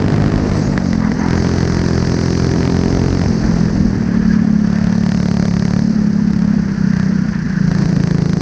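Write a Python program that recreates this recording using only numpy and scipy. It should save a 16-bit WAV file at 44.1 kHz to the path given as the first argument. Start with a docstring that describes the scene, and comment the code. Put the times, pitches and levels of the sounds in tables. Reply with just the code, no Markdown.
"""A single-cylinder four-stroke kart barks and buzzes on the throttle, heard from the driver's helmet.
Each firing sends a gas pulse through the resonances of pipe and silencer; off the throttle the
silencer's boom dominates. A second kart thumps close by, the frame rattles, the tyres scrub, the chain
hisses and wind buffets the microphone. In the bends friction makes the brake screech and the tyres
squeal. Early on the exhaust pops sharply: a few backfires, then one extra-hard firing on the throttle."""
import sys
import numpy as np
from scipy import signal
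from scipy.fft import rfft, irfft, next_fast_len
from scipy.io import wavfile
from scipy.ndimage import uniform_filter1d, minimum_filter1d, map_coordinates

SR = 44100
rng = np.random.default_rng(int(sys.argv[2]) if len(sys.argv) > 2 else 0)


def file_out(sig):
    """Save sig as 16-bit WAV at sys.argv[1]."""
    # one column per channel
    cols = np.atleast_2d(sig).T
    # limit, then scale
    lim = np.clip(cols, -1, 1)
    pcm = np.round(lim * 32767).astype(np.int16)
    wavfile.write(sys.argv[1], SR, pcm)


N = 370881
T = np.arange(N) / SR

# engine speed: (time [s], firing rate [Hz])
FIRING_RATE = [(0.0, 49.79), (0.44, 51.44), (0.74, 48.35), (0.98, 43.11), (1.12, 41.64), (1.48, 44.04),
               (1.72, 42.94), (2.02, 42.68), (2.7, 43.5), (3.2, 45.45), (3.38, 42.69), (3.48, 43.29),
               (4.18, 36.29), (4.61, 35.32), (5.1, 36.31), (5.55, 35.15), (5.79, 36.01), (6.17, 34.6),
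               (6.47, 34.55), (6.82, 31.84), (7.14, 31.57), (7.5, 27.25), (7.78, 28.24), (8.41, 26.41)]
CRUISE_HZ = 38.14  # reference firing rate
# pedal presses: (start [s], end [s], throttle opening [0-1])
PEDAL_PRESSES = [(-.2, .45, 0.57), (.43, .64, 0.49), (.55, 1.15, 0.3), (1.22, 3.34, 0.52),
                 (3.52, 3.76, 0.34), (4.6, 5.15, 0.39), (4.98, 5.88, 0.51), (6.24, 6.56, 0.34),
                 (6.88, 7.12, 0.4), (7.62, 8.6, 0.43)]
PRESS_S, LIFT_S, COAST_OPENING = 0.062, 0.091, 0.23
# gas pulse leaving the valve: (frequency [Hz], spectral level [dB])
BLOWDOWN_SPECTRUM = [(20, -49.5), (45, -19.5), (85, 1.5), (130, 1), (180, -2.5), (290, -14), (400, -25.5),
                     (560, -40), (1200, -30.5), (2500, -45.5), (6000, -93)]
# tailpipe resonances: (frequency [Hz], level [dB], t60 [s])
TAILPIPE_MODES = [(496, -27, 0.032), (578, -22, 0.027), (670, -25, .028), (737, -30, 0.03),
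                  (933, -29.5, 0.043), (1180, -23.5, 0.01), (1850, -17.5, 0.0037)]
# turbulence at the pulse front: (frequency [Hz], spectral level [dB])
CRACK_SPECTRUM = [(150, 5), (400, 2.5), (800, -3.5), (1200, -3), (1800, 0), (2600, -14.5), (3400, -16),
                  (4400, -10), (6300, -17.5), (7300, -23.5), (8600, -29.5), (11000, -51.5), (14000, -74)]
# header pipe resonances: (frequency [Hz], level [dB], t60 [s])
HEADER_MODES = [(256, 8.5, 0.033), (292, 6.5, 0.031), (340.3, -3.5, 0.1), (388.7, 2.5, 0.057),
                (430.8, 1.5, 0.038), (479.5, -13.5, 0.049)]
# the header's buzz, weaker when coasting: (time [s], level [dB])
BUZZ_LEVEL = [(0, -23), (.45, -22), (.65, -33), (1.1, -32.5), (1.28, -22), (2.2, -21), (3.05, -20),
              (3.22, -20.5), (3.4, -31), (4.2, -34), (5.6, -31.5), (7.5, -37.5), (7.85, -24), (8.41, -22.5)]
# the boom sags as if the engine misses: (start [s], end [s], loss [dB])
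BOOM_SAGS = [(.77, .85, 2), (1.11, 1.19, 17), (3.84, 4.14, 3.5), (6.58, 6.83, 5), (7.21, 7.58, 7.5)]
# the boom swells on the overrun: (start [s], end [s], gain [dB])
OVERRUNS = [(.56, 1.15, 2), (3.3, 3.8, 1), (4.22, 4.66, 2)]
BOOM_KNEE_HZ = 35.3  # firing rate above which the boom fades
# gas murmuring in the silencer: (frequency [Hz], spectral level [dB])
FLOW_SPECTRUM = [(60, -42.5), (140, -3.5), (205, -1.5), (235, 2), (280, -16.5), (420, -21), (900, -62.5),
                 (5000, -110)]
# the second kart's engine speed: (time [s], firing rate [Hz])
FOLLOWER_RATE = [(0, 46), (1.2, 43.5), (1.6, 44.2), (2.0, 43.2), (2.3, 42.3), (2.7, 41.0), (3.1, 42.2),
                 (4.2, 38)]
# it draws near: (peak time [s], build-up [s], fade [s], level [dB])
APPROACHES = [(.1, .3, .5, -17.5), (1.5, .2, .25, -14.5), (2.65, 0.21, 0.56, -12)]
# frame vibration: (frequency [Hz], spectral level [dB])
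RATTLE_SPECTRUM = [(60, -27), (150, -8.5), (260, 5.5), (400, 4), (560, 2), (800, -2.5), (1300, -8.5),
                   (1900, -9.5), (2500, -17.5), (3400, -26), (5000, -19.5), (8000, -35), (12000, -78)]
# kerbs and broken edging: (start [s], end [s], extra rattle [dB])
KERBS = [(-.2, .65, 1), (1.25, 1.68, 0.5), (2.5, 2.8, 1.5), (3.25, 3.8, 1.5), (7.62, 8.6, 6.5)]
# rubber sliding sideways: (frequency [Hz], spectral level [dB])
SCRUB_SPECTRUM = [(500, -36), (900, -4), (1250, -3.5), (1500, 1.5), (1750, 2.5), (2100, -8.5), (2700, -14),
                  (4000, -26), (9000, -75.5)]
# slides in the bends: (peak time [s], build-up [s], fade [s], relative level [dB])
SLIDES = [(1.35, 0.18, 1, -32), (3.5, 0.22, 0.27, -36.5), (4.32, 0.43, 0.18, -33), (4.8, 0.21, 0.28, -33),
          (7.5, 1.72, 0.62, -34.5)]
# chain hiss: (frequency [Hz], spectral level [dB])
CHAIN_SPECTRUM = [(2000, -14), (3400, -34), (4000, -8), (4600, 0.5), (5400, -1), (6200, -2), (7100, -18),
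                  (8300, -24.5), (10000, -36.5), (12000, -52.5), (15000, -89)]
# strength of that hiss: (time [s], relative level [dB])
CHAIN_LEVEL = [(0.0, -46.5), (.33, -45.5), (0.62, -37), (.78, -45.5), (.89, -37.5), (1.03, -44), (1.4, -35),
               (2.0, -34.5), (2.32, -33), (2.58, -35.5), (3.62, -37.5), (4.05, -44.5), (4.25, -43.5),
               (4.33, -38.5), (4.39, -45.5), (5.2, -38.5), (5.8, -39.5), (6.05, -43.5), (6.65, -44.5),
               (7.0, -41), (7.15, -43), (7.52, -43.5), (7.8, -38.5), (8.05, -40.5), (8.41, -40)]
# eddy pressure: (frequency [Hz], spectral level [dB])
WIND_SPECTRUM = [(8, -20.5), (25, -17), (45, -1.5), (90, -4.5), (160, -2.5), (300, -9), (700, -36.5),
                 (2000, -88.5), (8000, -110)]
# the kart heads into the wind: (start [s], end [s], extra wind [dB])
GUSTS = [(-.3, .85, 6), (.85, 2.3, 3), (2.3, 3.5, 5), (3.25, 4.12, 7.5), (3.9, 4.5, 4.5), (7.6, 8.2, 6.5)]
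# brake disc screeches: (peak time [s], build-up [s], fade [s], level [dB], pitch [Hz], glide [Hz/s])
BRAKE_SCREECHES = [(.575, .02, 0.069, -48, 8000, -12000), (0.654, .025, 0.035, -39, 6500, 6997),
                   (.745, .04, 0.031, -51, 7500, -2000), (0.874, .02, .015, -43, 6440, 3002),
                   (1.198, .01, .015, -36, 6140, -5000), (1.38, .025, .03, -39, 6450, -3000)]
# a tyre lets go: (peak time [s], build-up [s], fade [s], level [dB], pitch [Hz], glide [Hz/s],
# hoarseness [share of pitch])
SKIDS = [(0.699, 0.046, 0.041, -31, 596, -100, 0.04), (1.0, 0.027, 0.018, -34, 598, 99.5, 0.04),
         (1.25, 0.077, 0.035, -29, 902, -500, 0.094), (1.358, 0.027, 0.053, -31.5, 953, 304, .05),
         (4.31, 0.014, 0.014, -27, 1615, -3000, 0.034), (4.35, 0.012, .02, -30, 1400, -1000, 0.087),
         (6.879, 0.16, 0.23, -35, 1570, 1401, 0.09), (7.2, .12, 0.14, -37.5, 1472, -700, 0.08),
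         (7.53, .11, 0.28, -32, 1680, -600, 0.085)]
# tread tearing over asphalt: (frequency [Hz], spectral level [dB])
SCRAPE_SPECTRUM = [(450, -21), (780, 0.5), (1000, 2.5), (1400, -4), (2050, -1), (2400, -20), (4000, -36),
                   (9000, -73.5)]
# front tyres plough at turn-in: (peak time [s], build-up [s], fade [s], level [dB])
SCRAPES = [(1.06, 0.062, 0.044, -27.5), (1.22, 0.047, 0.14, -27)]
# sharp exhaust pops, a few backfires and then one extra-hard firing on the throttle:
# (time [s], burst level [dB], pipe wall frequency [Hz], ring level [dB])
EXHAUST_POPS = [(0.7768, -9.5, 1650, -3), (0.8582, -22, 1800, -34), (0.9301, -10.5, 1820, -1),
                (1.0045, -21, 1800, -34), (1.117, -14, 1590, -28), (1.606, -19, 1300, -19)]
# one such burst: (frequency [Hz], spectral level [dB])
POP_SPECTRUM = [(200, 9), (700, 0), (1300, 1), (2000, 6.5), (2500, -15), (3400, -15), (5000, -9.5),
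                (7000, -21.5), (9000, -40.5), (12000, -69), (15000, -84)]


def amp(db):
    """Decibels to amplitude ratio."""
    return 10 ** (np.asarray(db) / 20)


def unit(x):
    """Normalisation to rms 1."""
    return x / np.sqrt(np.mean(x ** 2) + 1e-20)


def curve(rows, at=T):
    """Linear interpolation of (time, value) rows."""
    return np.interp(at, *np.transpose(rows))


def holds(rows, rise, fall, at=T):
    """Trapezoidal envelopes from (start, end, height) rows; the highest counts."""
    return np.max([height * np.clip(np.minimum((at - start) / rise, (end - at) / fall), 0, 1)
                   for start, end, height in rows], axis=0)


def swells(rows):
    """Sum of asymmetric Gaussian envelopes from (peak time, build-up, fade, dB) rows."""
    return sum(amp(db) * np.exp(-((T - peak) / np.where(T < peak, build, fade)) ** 2)
               for peak, build, fade, db in rows)


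def wobble(rate):
    """Smooth random modulation: a spline with rate knots a second."""
    return map_coordinates(rng.standard_normal(4096), [T * rate], mode="wrap")


def colour(x, points):
    """Minimum-phase filter through (Hz, dB) points, conserving the power of white noise."""
    size = 8192
    hz, db = np.transpose(points)
    log_hz = np.log(np.fft.rfftfreq(size, 1 / SR) + 1)
    log_gain = np.log(amp(np.interp(log_hz, np.log(hz), db)))
    causal_fold = np.r_[1, np.full(size // 2 - 1, 2), 1, np.zeros(size // 2 - 1)]
    cepstrum = irfft(log_gain) * causal_fold
    response = irfft(np.exp(rfft(cepstrum)))
    return signal.fftconvolve(x, response / np.linalg.norm(response))[:N]


def noise(points):
    """Filtered Gaussian noise of rms 1."""
    return unit(colour(rng.standard_normal(N), points))


def place(times, shapes):
    """Superposition of one row of samples at each start time."""
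    index = np.round(times * SR).astype(int)[:, None] + np.arange(shapes.shape[1])
    inside = (index >= 0) & (index < N)
    return np.bincount(index[inside], shapes[inside], N)


def puffs(times, sizes, life_s):
    """Turbulent bursts: whitened noise that swells and dies within a few times life_s."""
    age = np.arange(SR // 50) / SR / life_s
    envelope = age * np.exp(1 - age)
    spectra = rfft(envelope * rng.standard_normal((len(times), len(age))))
    bursts = envelope ** (2 / 3) * irfft(spectra / np.abs(spectra), len(age))
    bursts = bursts * np.linalg.norm(envelope) / np.linalg.norm(bursts, axis=1, keepdims=True)
    return place(times, sizes[:, None] * bursts)


def ringing(modes, attack_s):
    """Free decay of damped (Hz, dB, t60) modes after a smooth onset."""
    t = np.arange(SR // 10) / SR
    onset = 1 - np.exp(-(t / attack_s) ** 2)
    return onset * sum(amp(db - 60 * t / t60) * np.sin(2 * np.pi * hz * t) for hz, db, t60 in modes)


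def squeal(hz, wander, rate):
    """Friction tone: a sine under random frequency modulation."""
    pitch = hz * (1 + wander * wobble(rate))
    return np.sin(2 * np.pi * np.cumsum(pitch) / SR)


def pedal(at=T):
    """Engine load: the throttle opening, 0-1."""
    return np.clip(holds(PEDAL_PRESSES, PRESS_S, LIFT_S, at), COAST_OPENING, 1)


def octaves(at=T):
    """Revs in doublings above cruising; with a single gear, road speed is proportional."""
    return np.log2(curve(FIRING_RATE, at) / CRUISE_HZ)


def firings(jitter_s):
    """Four-stroke cycle: one firing every second turn of the crank, never quite on time."""
    cycles = np.cumsum(curve(FIRING_RATE)) / SR - .1
    times = np.interp(np.arange(int(cycles[-1]) + 1), cycles, T)
    return times + jitter_s * rng.standard_normal(len(times))


def exhaust(times, bark_db, rasp_db, crack_db, coast_share, bite_opening):
    """Blowdown: the valve releases a pressure pulse whose steep front rings the tailpipe and cracks."""
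    throttle, revs = pedal(times), 2 ** octaves(times)
    scatter_db = 4 * rng.uniform(-1, 1, len(times))
    charge = np.minimum(revs, 1) ** 1.5
    strength = (coast_share + (1 - coast_share) * throttle) * charge
    bark = colour(place(times, (strength * amp(bark_db))[:, None]), BLOWDOWN_SPECTRUM)
    # front and crack grow steeply with throttle, then saturate
    bite = np.tanh((throttle / bite_opening) ** 3)
    tailpipe = ringing(TAILPIPE_MODES, attack_s=.0001)
    rasp = place(times + .00028, (amp(rasp_db) * bite * charge)[:, None] * tailpipe)
    # the turbulent crack is hardest when the engine lugs at low revs
    crack_sizes = bite / revs * amp(crack_db + scatter_db)
    crack = colour(puffs(times - .0004, crack_sizes, life_s=0.0011), CRACK_SPECTRUM)
    return bark + rasp + crack


def header(times):
    """Pipe resonance: the header's modes ring on from one firing to the next and merge into a buzz."""
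    rings = np.tile(ringing(HEADER_MODES, attack_s=0.0035), (len(times), 1))
    return amp(curve(BUZZ_LEVEL)) * unit(place(times, rings))


def boom_level(at=T, db_per_octave=-12, load_db=-12.5):
    """The silencer's relative response in dB: greatest when coasting at low revs."""
    above_knee = np.maximum(np.log2(curve(FIRING_RATE, at) / BOOM_KNEE_HZ), 0)
    return db_per_octave * above_knee + load_db * pedal(at) ** 2 * 2 ** octaves(at)


def silencer(times, base_hz, boom_db, flow_db):
    """Cavity resonance: each gas pulse sets the air in the silencer ringing for a few cycles."""
    throttle, rate = pedal(times), curve(FIRING_RATE, times)
    t = np.arange(-SR // 50, SR // 30) / SR
    # under load the push is more abrupt and rings longer; at high revs it shrinks to a thump
    shrink = np.minimum(BOOM_KNEE_HZ / rate, 1) ** 2.16
    rise_s = 0.0079 * np.exp(-1.1 * throttle) * shrink
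    fall_s = 0.0044 * (1 + throttle) * shrink
    envelope = np.exp(-.5 * (t / np.where(t < 0, rise_s[:, None], fall_s[:, None])) ** 2)
    # higher revs mean hotter gas and a higher resonance
    heat = np.minimum(rate / BOOM_KNEE_HZ, 1.03)
    detune = 1 + 0.0062 * rng.standard_normal(len(times))
    pitch = base_hz * np.sqrt(heat) * (1 - 0.2 * throttle) * detune
    ring = envelope * np.sin(2 * np.pi * pitch[:, None] * t)
    sag_db = holds(BOOM_SAGS, 0.061, 0.061, times)
    swell_db = holds(OVERRUNS, LIFT_S, LIFT_S, times)
    train_rms = np.sqrt(rate * np.sum(envelope ** 2, axis=1) / SR)
    size = amp(boom_db + boom_level(times) - sag_db + swell_db) / train_rms
    # the pulse arrives one ring period late; uneven burning off the throttle makes it drift
    drift_s = .0004 * COAST_OPENING / throttle * np.interp(times, T, wobble(6))
    boom = place(times + 1 / pitch + drift_s + t[0], size[:, None] * ring)
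    # turbulent gas keeps the resonance murmuring between firings
    murmur = amp(flow_db + boom_level() - 20 * pedal()) * noise(FLOW_SPECTRUM)
    return boom + murmur


def follower(hz, width_s):
    """Beating of pulse trains: a second kart's dull thumps slide in and out of step with the first."""
    cycles = np.cumsum(curve(FOLLOWER_RATE)) / SR
    times = np.interp(np.arange(int(cycles[-1])), cycles, T)
    t = np.arange(-SR // 100, SR // 100) / SR
    thump = -np.exp(-.5 * (t / width_s) ** 2) * np.sin(2 * np.pi * hz * t)
    return swells(APPROACHES) * place(times + t[0], np.tile(thump, (len(times), 1)))


def frame(jerk, level_db, db_per_octave):
    """Forced vibration: the frame rattles harder with speed, over kerbs and at each engine jerk."""
    road_db = db_per_octave * octaves() + holds(KERBS, 0.092, 0.092)
    return amp(level_db + road_db + 0.165 * jerk + 1.9 * wobble(130)) * noise(RATTLE_SPECTRUM)


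def tyre_scrub(gain_db, straight_db, squeal_db):
    """Sliding friction: the tyres scrub most in bends, off the throttle, and verge on a squeal."""
    rubber = noise(SCRUB_SPECTRUM)
    note = amp(squeal_db + 1.1 * wobble(24)) * squeal(hz=1735, wander=0.066, rate=170)
    slip = swells(SLIDES) + amp(straight_db)
    return slip * amp(gain_db - 3.8 * pedal() + 2.1 * wobble(70)) * (rubber + note)


def chain(jerk, gain_db):
    """Amplitude modulation: the chain's hiss pulses with the engine's jerks."""
    return amp(curve(CHAIN_LEVEL) + gain_db + 1.37 * jerk + 1.6 * wobble(260)) * noise(CHAIN_SPECTRUM)


def wind(level_db, db_per_octave):
    """Turbulent pressure: eddies tumble over the microphone, harder with speed and in gusts."""
    eddies = unit(amp(.6 * wobble(12)) * noise(WIND_SPECTRUM))
    return amp(level_db + db_per_octave * octaves() + holds(GUSTS, 0.19, 0.19)) * eddies


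def brake():
    """Friction-excited vibration: pad on disc gives hoarse, gliding screeches."""
    return sum(swells([shape]) * squeal(hz + glide * (T - shape[0]), wander=.035, rate=1100)
               for *shape, hz, glide in BRAKE_SCREECHES)


def skid(flutter_db, grain_db):
    """Stick-slip: rubber grips and lets go, giving hoarse, gliding notes and a broad, rough scrape."""
    notes = sum(swells([shape]) * squeal(hz + glide * (T - shape[0]), hoarseness, rate=450)
                for *shape, hz, glide, hoarseness in SKIDS)
    scrape = swells(SCRAPES) * unit(amp(grain_db * wobble(320)) * noise(SCRAPE_SPECTRUM))
    return amp(flutter_db * wobble(140)) * notes + scrape


def exhaust_pops(wall_t60_s):
    """Impulsive excitation: a backfire or extra-hard firing pops, and the pipe wall rings briefly."""
    times, burst_db = np.transpose(EXHAUST_POPS)[:2]
    bursts = colour(puffs(times, amp(burst_db), life_s=.0008), POP_SPECTRUM)
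    rings = [ringing([(hz, db, wall_t60_s)], attack_s=0.001) for _, _, hz, db in EXHAUST_POPS]
    return bursts + place(times, np.array(rings))


def scene():
    """Superposition of engines, running gear and wind at close range, in one channel."""
    times = firings(jitter_s=.00003)
    jerk = np.cos(2 * np.pi * np.interp(T, times, np.arange(len(times))))  # one cycle per firing
    engines = exhaust(times, bark_db=16.5, rasp_db=1, crack_db=-20, coast_share=0.017, bite_opening=0.46)
    engines += header(times)
    engines += silencer(times, base_hz=213.1, boom_db=-10, flow_db=-19)
    engines += follower(hz=177, width_s=0.0014)
    gear = frame(jerk, level_db=-32, db_per_octave=16)
    gear += tyre_scrub(gain_db=-3, straight_db=-46, squeal_db=-10)
    gear += chain(jerk, gain_db=-0.5)
    cornering = skid(flutter_db=3, grain_db=0.5) + brake()
    pops = exhaust_pops(wall_t60_s=0.0077)
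    return (engines + gear + cornering + pops + wind(level_db=-25, db_per_octave=4))[None]


def record(dry):
    """Peak and band limiting: a smoothed gain ducks the highest peaks; the top treble is cut off."""
    ceiling, top_hz = .8, 15700
    needed_gain = minimum_filter1d(ceiling / np.maximum(np.abs(dry), ceiling), size=441)
    limited = dry * uniform_filter1d(uniform_filter1d(needed_gain, size=221), size=221)
    size = next_fast_len(N + SR // 2)
    passband = np.fft.rfftfreq(size, 1 / SR) < top_hz
    return irfft(rfft(limited, size) * passband, size)[..., :N]


dry = scene()
out = record(dry)
file_out(out)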